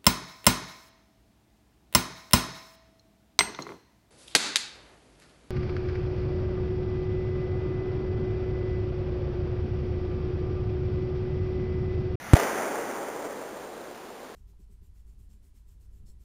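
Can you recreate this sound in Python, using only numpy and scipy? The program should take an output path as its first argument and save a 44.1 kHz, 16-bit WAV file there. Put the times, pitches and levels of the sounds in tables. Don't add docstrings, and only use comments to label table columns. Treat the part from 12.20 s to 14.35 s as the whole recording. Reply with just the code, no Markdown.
import sys
import numpy as np
from scipy import signal
from scipy.fft import rfft, irfft
from scipy.io import wavfile
from scipy.ndimage import map_coordinates

SR = 44100
rng = np.random.default_rng(int(sys.argv[2]) if len(sys.argv) > 2 else 0)


def log_audio(samples):
    frames = np.atleast_2d(samples).T
    limited = np.clip(frames, -1, 1)
    pcm = np.round(limited * 32767).astype(np.int16)
    wavfile.write(sys.argv[1], SR, pcm)


N = 94815
t = np.arange(N) / SR
LOG_HZ = np.log(np.maximum(np.arange(N // 2 + 1) * SR / N, 1))
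BURST_S, WALL_S = .1348, .1513
CONVERTER_HZ = 8000


def undb(db):
    return 10 ** (np.asarray(db) / 20)


def unit(x):
    return x / np.sqrt(np.mean(x ** 2))


def colour(x, points):
    hz, db = np.array(points).T
    gain = undb(np.interp(LOG_HZ, np.log(hz), db)) * (LOG_HZ < np.log(CONVERTER_HZ / 2))
    return unit(irfft(rfft(x) * gain, N))


def decay(start_s, t60_s):
    return (t >= start_s) * np.exp(-np.log(1000) * np.maximum(t - start_s, 0) / t60_s)


def wander(rate_hz):
    return unit(map_coordinates(rng.standard_normal(1024), [t * rate_hz], order=3, mode="wrap"))


def blast():
    height_db, length_s, edge_s = 7, .0047, .0002
    rise = np.clip((t - BURST_S) / edge_s + .5, 0, 1)
    fall = np.clip((t - BURST_S - length_s) / edge_s + .5, 0, 1)
    return undb(height_db) * (rise - fall)


def reflections():
    # frequency_hz, relative_db
    slap_spectrum = [(40, -24.5), (130, -18.5), (300, -8), (650, 0.5), (1100, -9.5), (2100, -10),
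                     (2600, -17), (3800, -19)]
    # start_s, level_db, t60_s
    echoes = [(0.156, -18, 0.019), (.166, -22, 0.08), (0.198, -23, 0.046), (0.225, -28.5, 0.057),
              (0.233, -24.5, 0.047), (0.377, -33.5, .25)]
    slaps_per_s = 7000
    arrivals = rng.random(N) < slaps_per_s / SR
    slaps = arrivals * np.sign(rng.standard_normal(N))
    slaps *= undb(rng.standard_normal(N))
    diffuse_power = (undb(-25.5) * decay(WALL_S, t60_s=.7)) ** 2
    echo_power = sum((undb(db) * decay(start_s, t60_s)) ** 2 for start_s, db, t60_s in echoes)
    return colour(slaps, slap_spectrum) * np.sqrt(diffuse_power + echo_power)


def fireball():
    # frequency_hz, relative_db, t60_s
    bands = [(40, -26.5, 2.5), (90.7, -29, 4.3), (157, -14, 4.5), (268.2, -5, 5.0), (449.4, 0, 5.5),
             (751, -3, 4.8), (1097, -7, 4.2), (1517, -7.5, 3.7), (2097, -11, 3.6), (2640, -18.5, 3.1),
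             (3810, -24.5, 3)]
    hz, db, t60s = np.array(bands).T
    level_db, attack_s, flutter_db = -26.5, .039, .2
    spectrum = rfft(colour(rng.standard_normal(N), list(zip(hz, db))))
    roar = 0
    for share, t60_s in zip(np.eye(len(hz)), t60s):
        band = irfft(spectrum * np.interp(LOG_HZ, np.log(hz), share), N)
        roar += band * decay(WALL_S, t60_s) * undb(flutter_db * wander(rate_hz=21.94))
    build_up = 1 - np.exp(-np.maximum(t - WALL_S, 0) / attack_s)
    return roar * undb(level_db) * build_up


def gas_jet():
    # frequency_hz, relative_db
    jet_spectrum = [(40, 1), (200, -2.5), (400, -6.5), (780, -2.5), (1050, -8), (1350, -4.5), (1750, -5.5),
                    (2080, -4.5), (2500, -15), (3800, -17.5)]
    peak_db, rise_db_per_s = -35.5, 46
    swell = undb(peak_db + rise_db_per_s * np.minimum(t - BURST_S, 0))
    release = (t < BURST_S) + decay(BURST_S, t60_s=.35)
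    return colour(rng.standard_normal(N), jet_spectrum) * swell * release


def scraps():
    # start_s, level_db, pitch_hz
    landings = [(0.961, -32.5, 557), (1.049, -31.5, 494), (1.055, -32, 525), (1.108, -34, 570),
                (2.094, -39, 420)]
    half_width_octaves = .66
    knocks = 0
    for start_s, level_db, pitch_hz in landings:
        octaves = (LOG_HZ - np.log(pitch_hz)) / np.log(2)
        passband = 1 / (1 + (octaves / half_width_octaves) ** 4)
        body = unit(irfft(rfft(rng.standard_normal(N)) * passband, N))
        knocks += body * undb(level_db) * decay(start_s, t60_s=.038)
    return knocks


def fire():
    # frequency_hz, relative_db
    rush_spectrum = [(40, -8.5), (110, -18.5), (250, -5), (500, -1.5), (900, -7.5), (1800, -15.5),
                     (3800, -31)]
    # frequency_hz, relative_db
    crackle_spectrum = [(200, -20), (1500, -4), (3800, 2)]
    # start_s, level_db
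    crackles = [(1.748, -43.5)]
    initial_db, fade_db_per_s, flicker_db = -40, 2.5, .8
    rush = colour(rng.standard_normal(N), rush_spectrum) * (t > WALL_S)
    rush *= undb(initial_db - fade_db_per_s * t + flicker_db * wander(rate_hz=14))
    crackle_envelope = sum(undb(db) * decay(start_s, t60_s=.034) for start_s, db in crackles)
    return rush + colour(rng.standard_normal(N), crackle_spectrum) * crackle_envelope


def scene():
    return (gas_jet() + blast() + reflections() + fireball() + fire() + scraps())[None]


def record(dry):
    bass_cut_hz, q, steps_per_polarity, top_hz = 79.2, .72, 128, 15450
    omega = 2 * np.pi * bass_cut_hz
    highpass = signal.bilinear([1, 0, 0], [1, omega / q, omega ** 2], SR)
    microphone = signal.lfilter(*highpass, dry[0])
    sampled = signal.resample_poly(microphone, CONVERTER_HZ, SR)
    quantised = np.round(np.clip(sampled, -1, 1) * steps_per_polarity) / steps_per_polarity
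    held = quantised[np.arange(N) * CONVERTER_HZ // SR]
    lowpass = signal.ellip(10, .1, 80, top_hz, fs=SR, output="sos")
    return np.clip(signal.sosfilt(lowpass, held), -1, 1)[None]


dry = scene()
out = record(dry)
log_audio(out)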